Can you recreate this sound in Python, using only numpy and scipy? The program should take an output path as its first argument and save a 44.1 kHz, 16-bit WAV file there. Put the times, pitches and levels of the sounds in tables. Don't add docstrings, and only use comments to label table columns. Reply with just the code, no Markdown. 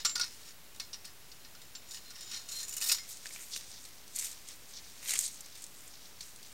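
import sys
import numpy as np
from scipy import signal
from scipy.fft import rfft, irfft, next_fast_len
from scipy.io import wavfile
from scipy.ndimage import uniform_filter1d

SR = 44100
rng = np.random.default_rng(int(sys.argv[2]) if len(sys.argv) > 2 else 0)


def dump(signal):
    limited = np.clip(np.atleast_2d(signal).T, -1, 1)
    pcm = np.round(limited * 32767).astype(np.int16)
    wavfile.write(sys.argv[1], SR, pcm)


N = 287973
TIME_S = np.arange(N) / SR


def undb(db):
    return 10 ** (np.asarray(db) / 20)


def unit(x):
    return x / np.sqrt(np.mean(x ** 2))


def curve(table):
    point_s, *columns = np.transpose(table)
    return [np.interp(TIME_S, point_s, column, -120, -120) for column in columns]


def tint(x, colour):
    point_hz, gain_db = np.transpose(colour)
    size = next_fast_len(N)
    hz = np.arange(size // 2 + 1) * SR / size + 1
    gain = undb(np.interp(np.log(hz), np.log(point_hz), gain_db))
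    return irfft(rfft(x, size) * gain, size)[:N]


def wander(rate_hz):
    hold = int(SR / rate_hz)
    steps = np.repeat(rng.standard_normal(N // hold + 1), hold)
    return uniform_filter1d(steps, hold)[:N] * 2.02


def fade(start_s, t60_s, rise_s):
    start = int(start_s * SR)
    age_s = np.arange(min(int(t60_s * SR), N - start)) / SR
    amplitude = (1 - np.exp(-age_s / rise_s)) * undb(-60 * age_s / t60_s)
    return start, amplitude ** 2


def grit(rate_hz, spread_db, t60_s, bed):
    size_db = spread_db * np.minimum(rng.exponential(size=N), 3)
    grains = (rng.random(N) < rate_hz / SR) * undb(size_db) ** 2
    tails = signal.lfilter([1], [1, -undb(-120 / (t60_s * SR))], grains)
    return bed + (1 - bed) * tails / tails.mean()


# (low edge [Hz], high edge [Hz])
CONTACT_BANDS = [(500, 3400), (3400, 6200), (6200, 9800), (9800, 15500)]


def contact_noise(power, clicks, colour):
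    out = 0
    for band_power, band_clicks, (low_hz, high_hz) in zip(power, clicks, CONTACT_BANDS):
        widen = SR / 2 / (high_hz - low_hz)
        noise = np.sqrt(band_power) * rng.standard_normal(N) * np.sqrt(widen)
        band_pass = signal.butter(3, (low_hz, high_hz), "band", fs=SR, output="sos")
        out = out + signal.sosfilt(band_pass, noise + band_clicks * widen)
    return tint(out, colour)


def gritty(power, rate_hz, spread_db, t60_s, bed):
    shared = grit(rate_hz, spread_db, t60_s, bed)
    return power * [np.sqrt(shared * grit(rate_hz, spread_db, t60_s, bed)) for _ in CONTACT_BANDS]


def band_levels(middle_db, bass_db, treble_db, top_db, top_slope):
    top = middle_db + top_db + top_slope * treble_db
    return np.array([middle_db + bass_db, middle_db, middle_db + treble_db, top])


def steel(middle_db, bass_db, treble_db):
    return band_levels(middle_db, bass_db, treble_db, top_db=-2.5, top_slope=1.3)


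def gravel(middle_db, bass_db, treble_db):
    return band_levels(middle_db, bass_db, treble_db, top_db=-6.5, top_slope=0.87)


# (frequency [Hz], relative level [dB per Hz])
HISS_SPECTRUM = [(10, -46), (20, -6), (40, -3.5), (100, -6), (250, -9), (600, -12), (1200, -13),
                 (3000, -13), (6000, -14.5), (10000, -17), (16000, -17)]
HISS_RMS_DB = -55.5


def hiss():
    return undb(HISS_RMS_DB) * unit(tint(rng.standard_normal(N), HISS_SPECTRUM))


WHINE_HZ, WHINE_PEAK_DB = 15734, -78


def line_whine():
    return undb(WHINE_PEAK_DB) * np.sin(2 * np.pi * WHINE_HZ * TIME_S)


# (start [s], damped from [s], pitch [Hz], level [dB], t60 [s])
SPOKE_PINGS = [(.052, .165, 7316, -30, .42), (1.754, 1.8, 7316, -42, .12), (2.518, 2.6, 11724, -52, .3),
               (2.885, 2.97, 11724, -42, .3), (2.915, 3.0, 12402, -44, .3), (2.987, 3.06, 2100, -50, .3)]


def spokes():
    out = 0
    for start_s, until_s, hz, level_db, t60_s in SPOKE_PINGS:
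        age_s = np.clip(TIME_S - start_s, 0, None)
        swell = 1 - np.exp(-age_s / 0.00058)
        damping = np.exp(-np.clip(TIME_S - until_s, 0, None) / 0.0073)
        decay = undb(level_db - 60 * age_s / t60_s)
        out = out + decay * swell * damping * np.sin(2 * np.pi * hz * age_s)
    return out


# (time [s], middle level [dB])
HAND_LEVELS = [(2.98, -71), (3.02, -54), (3.6, -52.5), (4.05, -61.5), (4.5, -58), (5.0, -56), (5.4, -56.5),
               (6.1, -62.5), (6.53, -59.5)]
HAND_BASS_DB, HAND_TREBLE_DB = -8, -5
# (peak [s], hold [s], middle level [dB], bass over middle [dB], treble over middle [dB])
CABLE_STROKES = [(3.097, .03, -52.5, -17, 3), (3.246, 0.017, -55, -12, -1.5), (3.341, 0.076, -52, -0.5, 2),
                 (3.517, 0.064, -45.5, -16, -4), (3.859, 0.0063, -52.5, -3.5, -7),
                 (4.166, 0.086, -44, -4.5, 2.5), (4.49, 0.028, -54.5, -1, -3), (4.757, 0.029, -63, -6, -4),
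                 (5.044, .03, -51, 0, 1.5), (5.092, 0.058, -40, -1, -1.5), (5.182, 0.066, -43, -10, 4),
                 (5.56, 0.027, -56.5, -1, -1), (5.6, 0.017, -68, -10, 0), (5.763, 0.1, -58.5, -11, -1.5),
                 (6.06, 0.025, -63, -8, 1.5), (6.22, 0.04, -54.5, -8, -1.5), (6.438, .02, -61, -18, -9)]
STROKE_RISE_DB_PER_S, STROKE_FALL_DB_PER_S = 500, 165


def rubbing():
    power = undb(gravel(curve(HAND_LEVELS)[0], HAND_BASS_DB, HAND_TREBLE_DB)) ** 2
    for peak_s, hold_s, *levels_db in CABLE_STROKES:
        before_s = np.clip(peak_s - TIME_S, 0, None)
        after_s = np.clip(TIME_S - peak_s - hold_s, 0, None)
        drop_db = STROKE_RISE_DB_PER_S * before_s + STROKE_FALL_DB_PER_S * after_s
        power = power + undb(gravel(*levels_db))[:, None] ** 2 * undb(-drop_db) ** 2
    return power


# (frequency [Hz], gain [dB])
GRAVEL_COLOUR = [(300, -8), (800, -15), (1500, -8), (2100, 1), (3200, -3), (4500, -2.5), (6800, 1.5),
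                 (9300, 0.5), (10500, -5.5), (13000, 3), (15500, -12)]
# (time [s], middle level [dB], bass over middle [dB],
# treble over middle [dB], snap over burst [dB], pebble pitch [Hz])
GRIT_CRACKS = [(3.0887, -59, -9.0, 11, 8, 4760), (3.108, -51.5, -17, 5.0, 11, 4350),
               (3.1272, -53, -13, 11, 5, 4680), (3.1704, -57, -8, 8, 14, 4380),
               (3.257, -48, 10, 2.5, 6, 1730), (3.267, -42, -8, -8, 11, 4650),
               (3.3069, -49.5, 5, -11, 2, 2170), (3.3258, -55, -8.5, 0.0, 6, 3250),
               (3.3606, -53.5, 13.5, 6, 8, 2420), (3.4157, -61, -11.5, 4.0, 10, 4440),
               (3.5618, -38.5, -0.5, -1, 12, 2790), (3.7589, -50, -12.0, -11.5, 5, 4510),
               (3.851, -46.5, -4, 1, 2, 4260), (4.0779, -51, -8.5, 0.5, 8, 4430),
               (4.1544, -51, -11, 11, -8, 3620), (4.1599, -40.5, -11.5, 10.5, 4, 4440),
               (4.1866, -39, -12, 9, 9, 4420), (4.1932, -38, -17.0, 8, 4, 4500),
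               (4.244, -43.5, -19, 5, 11, 4410), (4.255, -47, -17.5, 10, 9, 4640),
               (4.2671, -57, -12.0, 9.5, 6, 4130), (4.3139, -51.5, -13.5, 10, 7, 4560),
               (4.327, -52, -9.0, 6, 7, 4020), (4.4769, -56.0, -5.5, 10, 8, 4400),
               (4.4862, -43, -19, 1.5, 6, 3220), (5.027, -51, 7, 5, 8, 4100),
               (5.058, -43, -1, -4.0, 9, 4060), (5.0757, -47, -9.5, 10, 10, 3800),
               (5.0848, -39, 2, -7.0, 0, 3150), (5.093, -33, -7, 1.0, 9, 4000),
               (5.1063, -35, 0, 8, 6, 4020), (5.1179, -39, -9.5, 8, 4, 4330),
               (5.1354, -31, -3, 4.5, 6.5, 2150), (5.1542, -37.5, 3, 6.0, 7, 3300),
               (5.1779, -51, -4, 7.0, 5, 4630), (5.1895, -39, -8.5, 13, 15.5, 4300),
               (5.2089, -46, 2, 15, 6, 4320), (5.2387, -39.5, -5, 0, 3, 4520),
               (5.2469, -48.5, -2.0, 7.5, 3, 3750), (5.2772, -47.0, -10.5, 9, 4, 4430),
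               (5.3427, -52.0, -6.5, 2.0, 6, 4200), (5.4062, -47.5, -11.0, 9.5, 3, 2200),
               (5.4594, -52, -9.5, 4, 9, 4370), (5.5538, -49.5, -3, -1, 5, 3600),
               (5.6206, -52.5, -8, 10, 9, 2430), (5.6398, -52, -19, 10, 13, 4260),
               (5.6649, -57.5, -3.5, 8, 11, 4400), (5.877, -55, -6.0, 9, 3, 3480),
               (6.207, -37.5, -9, -6.0, 0, 4430), (6.36, -54, -10, 5, 6, 4600),
               (6.4278, -47, -20, 0, 2, 4600), (6.4617, -51, -8, 0.5, 1, 4620)]
CRACK_T60_S, PEBBLE_T60_S = 0.031, 0.018
PEBBLE_DB = 5


def rasp():
    power = gritty(rubbing(), rate_hz=500, spread_db=4.7, t60_s=0.013, bed=0.28)
    power = power * [undb(1.77 * wander(25)) ** 2 for _ in CONTACT_BANDS]
    crackle_at = rng.random(N) < 70 / SR
    clicks = crackle_at * np.sqrt(power) * undb(0.5 + 3 * rng.standard_normal((4, N)))
    notes = np.zeros(N)
    for start_s, middle_db, bass_db, treble_db, snap_db, hz in GRIT_CRACKS:
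        band_db = gravel(middle_db, bass_db, treble_db)
        start, shape = fade(start_s, CRACK_T60_S, rise_s=0.0012)
        shape = shape * (1.26 + 8 * shape ** 4)
        power[:, start:start + len(shape)] += undb(band_db)[:, None] ** 2 * shape
        clicks[:, start + int(.0011 * SR)] += undb(band_db + snap_db)
        start, ring = fade(start_s, PEBBLE_T60_S, rise_s=0.00056)
        note = np.sqrt(ring) * np.sin(2 * np.pi * hz * np.arange(len(ring)) / SR)
        note_db = band_db[int(hz > CONTACT_BANDS[0][1])] + PEBBLE_DB
        notes[start:start + len(ring)] += undb(note_db) * note
    return contact_noise(power, clicks, GRAVEL_COLOUR) + notes


# (time [s], middle level [dB], treble over middle [dB])
DRAG_PULLS = [
    [(0.0, -41, -8), (0.038, -65, -9), (0.06, -47, -2), (0.15, -67, 0), (0.24, -49, -16), (0.27, -59.5, 2),
     (0.42, -58.5, -0.5), (0.51, -53.5, -2), (0.56, -82, 1)],
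    [(1.2, -69, -3), (1.8, -72, -4), (1.956, -54.5, 3), (2.0, -64.5, -1), (2.22, -56.5, -2.5),
     (2.284, -56.5, -4), (2.342, -43.5, -4.5), (2.42, -56.5, -3), (2.48, -61, 0), (2.5, -53, 3.5),
     (2.62, -49, 3.5), (2.67, -59.5, 3.5), (2.8, -56, 4), (2.815, -45.5, 6.5), (2.904, -39.5, 6),
     (2.956, -46.5, -9), (3.06, -73, 1)],
]
DRAG_BASS_DB = -7.5
# (time [s], middle level [dB], bass over middle [dB], treble over middle [dB],
# favoured low mode [Hz], favoured high mode [Hz], t60 [s])
COIL_KNOCKS = [(0.0484, -25, -8, -6.5, 1340, 5700, 0.08), (0.0526, -30, -10, -6, 1340, 7300, 0.032),
               (0.094, -34, -7, -11, 3260, 7310, 0.05), (0.1539, -31.5, -9.5, -4.5, 1430, 5070, 0.05),
               (0.157, -32, -4.5, -6, 1440, 5060, 0.052), (0.178, -33.5, -14, -11, 1360, 4600, 0.05),
               (0.1961, -31, -4, -3.5, 1480, 4900, 0.055), (0.211, -26, -17, -10, 1430, 5400, 0.04),
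               (0.2189, -36, -12.5, -11.0, 2170, 4250, 0.05), (0.2324, -34.5, -9, -19, 1460, 4430, 0.05),
               (0.241, -40.5, -4, -2, 1570, 4320, 0.044), (0.7465, -56, -2.0, -1.5, 3300, 7300, 0.05),
               (0.7606, -56, -11.0, 6, 3500, 4230, 0.03), (0.798, -33, -9, -6, 2310, 4130, 0.047),
               (0.9304, -41, -10, -9, 3140, 5510, 0.079), (0.942, -41.5, -9, -8, 3130, 5660, 0.05),
               (1.045, -45, -7.5, -9, 2580, 5240, 0.046), (1.052, -46, -6, 2, 3170, 5100, 0.05),
               (1.0745, -53, -5, -1.0, 1880, 3890, 0.05), (1.316, -49, -8.0, -8, 3380, 4870, 0.056),
               (1.448, -48, -3, -11, 1620, 4440, 0.044), (1.549, -51, -2, -6, 1540, 4430, 0.047),
               (1.6161, -49.5, -7.5, -1, 3600, 4740, 0.035), (1.751, -39.5, -10, -20, 3130, 4240, 0.046),
               (1.9085, -45, -13, -1.5, 3340, 6940, 0.056), (1.9157, -46.5, -15.0, 0, 3350, 6930, 0.05),
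               (1.944, -43, -12, -1, 2920, 5800, 0.055), (1.97, -46.5, -5, -11, 2890, 5080, 0.058),
               (2.105, -46, -9, -3.0, 1530, 5220, 0.05), (2.157, -48.5, -2.5, -4.5, 2870, 5590, 0.05),
               (2.2078, -44.5, -14.5, -1, 2890, 5590, 0.05), (2.3135, -44.5, -7, -2, 2850, 6970, 0.074),
               (2.342, -46, -8, -11, 3330, 5350, 0.07), (2.4876, -46, -8, 3.5, 2910, 6910, 0.067),
               (2.518, -45.5, -11, 2.5, 3020, 6850, 0.08), (2.562, -52, -12, 9, 2680, 6720, 0.05),
               (2.599, -43.5, -9.5, -7, 2910, 6920, 0.05), (2.6287, -41, -11, 0.5, 1730, 6910, 0.05),
               (2.681, -49, -5.5, 10, 2880, 6960, 0.041), (2.692, -49, -8.0, 11, 2640, 6950, 0.046),
               (2.725, -46.5, -5, 6.5, 2800, 7130, 0.044), (2.7376, -46.0, -9.5, 7, 2900, 7010, 0.05),
               (2.766, -42.5, -5, 10.5, 2900, 6100, 0.052), (2.7789, -45, -8.5, 6, 2740, 6750, 0.05),
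               (2.812, -42.5, -3, 8, 2550, 5290, 0.05), (2.8205, -35.5, -9, -4.0, 2870, 5170, 0.1),
               (2.8944, -28.5, -6, -7, 2600, 4850, 0.053), (2.9153, -24.5, -9, -3, 2560, 5160, 0.056),
               (2.9196, -26.5, -11, 4.5, 3360, 5000, 0.052), (2.9833, -40.5, -3, -3, 2080, 4900, 0.044)]
RATTLE_DB, RATTLE_T60_S = -14.5, 0.25


def sliding():
    power = 0
    for pull in DRAG_PULLS:
        middle_db, treble_db = curve(pull)
        power = power + undb(steel(middle_db, DRAG_BASS_DB, treble_db)) ** 2
    for start_s, middle_db, _, treble_db, *_ in COIL_KNOCKS:
        start, shape = fade(start_s, RATTLE_T60_S, rise_s=0.0051)
        rattle_db = steel(middle_db, DRAG_BASS_DB, treble_db) + RATTLE_DB
        power[:, start:start + len(shape)] += undb(rattle_db)[:, None] ** 2 * shape
    return power


# (frequency [Hz], level when knocked [dB], extra level when dragged [dB], t60 [s])
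FRAME_MODES = [(1192, -2, -16, 0.1), (1334, -3, -15, 0.17), (1433, 0.5, -4, 0.064),
               (1830, 2.5, -2.5, 0.063), (2190, 1, -10, 0.2), (2598, 1.5, -1.5, 0.049),
               (2901, 1, 2.5, 0.041), (3180, -6.5, 10.5, 0.045), (3740, 0.5, 1.5, 0.029),
               (3950, -12.5, -6, 0.056), (4160, -8, 11, 0.11), (4385, 4.5, -15, 0.045),
               (4880, 1, -14, 0.041), (5110, -4.5, 4, 0.13), (5430, -1, 1, 0.039), (5650, 0, -6.5, 0.045),
               (5650, -1.5, -0.5, 0.065), (5840, -17, 4, .05), (6800, -0.5, 2.5, 0.03),
               (7020, 0, 5.5, .025), (7330, 0, 0, 0.012), (7840, -5.5, 0, 0.03), (8880, 0.5, -11, 0.034),
               (9100, -9, -6, 0.059), (10100, -19, 2.5, 0.086), (10000, -22, -6, 0.065),
               (12000, -4, -3, .035), (13000, 2, -6, 0.024), (15000, -13, 4, .03)]


def frame_ring(shake):
    ring = 0
    for (hz, level_db, _, t60_s), power in zip(FRAME_MODES, shake):
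        radius, angle = undb(-60 / (t60_s * SR)), 2 * np.pi * hz / SR
        scale = np.sqrt(1 - radius * radius) * np.sin(angle)
        push = np.sqrt(power) * rng.standard_normal(N)
        mode = signal.lfilter([1], [1, -2 * radius * np.cos(angle), radius * radius], push)
        ring = ring + undb(level_db) * scale * mode
    return ring


# (frequency [Hz], gain [dB])
STEEL_COLOUR = [(500, -28), (900, -3.5), (1400, -3), (2300, 1.5), (3200, -5.5), (4200, -1), (5600, 2),
                (7000, -3), (9300, -1), (11000, -7), (15000, -8), (15900, -11)]
# (time [s], level [dB])
COIL_GRIP = [(0, -5), (.25, -10), (.3, -9.5), (1.8, -0.5), (2.3, -2), (3.1, -5)]
KNOCK_CLICK_DB = -15
DRY_BASS_DB = -4
RING_DB = -4.5
NEAR_LOW_DB, NEAR_HIGH_DB, FAR_DB = 14.5, 8.5, -7
NEAR_WIDTH = .13


def reel():
    power = gritty(sliding(), rate_hz=320, spread_db=3.0, t60_s=0.033, bed=0.15)
    clicks = np.zeros((4, N))
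    mode_hz = np.array(FRAME_MODES)[:, 0]
    mode_band = np.searchsorted(np.array(CONTACT_BANDS)[1:, 0], mode_hz)
    grip_db = curve(COIL_GRIP)[0]
    reach = [undb(drag_db + grip_db + 2.8 * wander(9.5)) ** 2 for _, _, drag_db, _ in FRAME_MODES]
    shake = power[mode_band] * reach
    dry_gain = undb([DRY_BASS_DB, 0, 0, 0])
    for start_s, middle_db, bass_db, treble_db, low_hz, high_hz, t60_s in COIL_KNOCKS:
        start, shape = fade(start_s, t60_s, rise_s=0.00036)
        end = start + len(shape)
        band_db = steel(middle_db, bass_db, treble_db)
        burst = undb(band_db) ** 2
        lift_db = FAR_DB
        for near_hz, near_db in ((low_hz, NEAR_LOW_DB), (high_hz, NEAR_HIGH_DB)):
            lift_db = lift_db + near_db * np.exp(-(np.log(mode_hz / near_hz) / NEAR_WIDTH) ** 2)
        power[:, start:end] += (burst * dry_gain ** 2)[:, None] * shape
        shake[:, start:end] += (burst[mode_band] * undb(lift_db) ** 2)[:, None] * shape
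        clicks[:, start + int(.001 * SR)] += undb(band_db + KNOCK_CLICK_DB)
    return contact_noise(power, clicks, STEEL_COLOUR) + undb(RING_DB) * frame_ring(shake)


def scene():
    return (hiss() + line_whine() + spokes() + rasp() + reel())[None]


def record(dry):
    offset, top_hz = -.0022, 15780
    low_pass = signal.ellip(10, .2, 70, top_hz, fs=SR, output="sos")
    return signal.sosfilt(low_pass, dry + offset)


dry = scene()
out = record(dry)
dump(out)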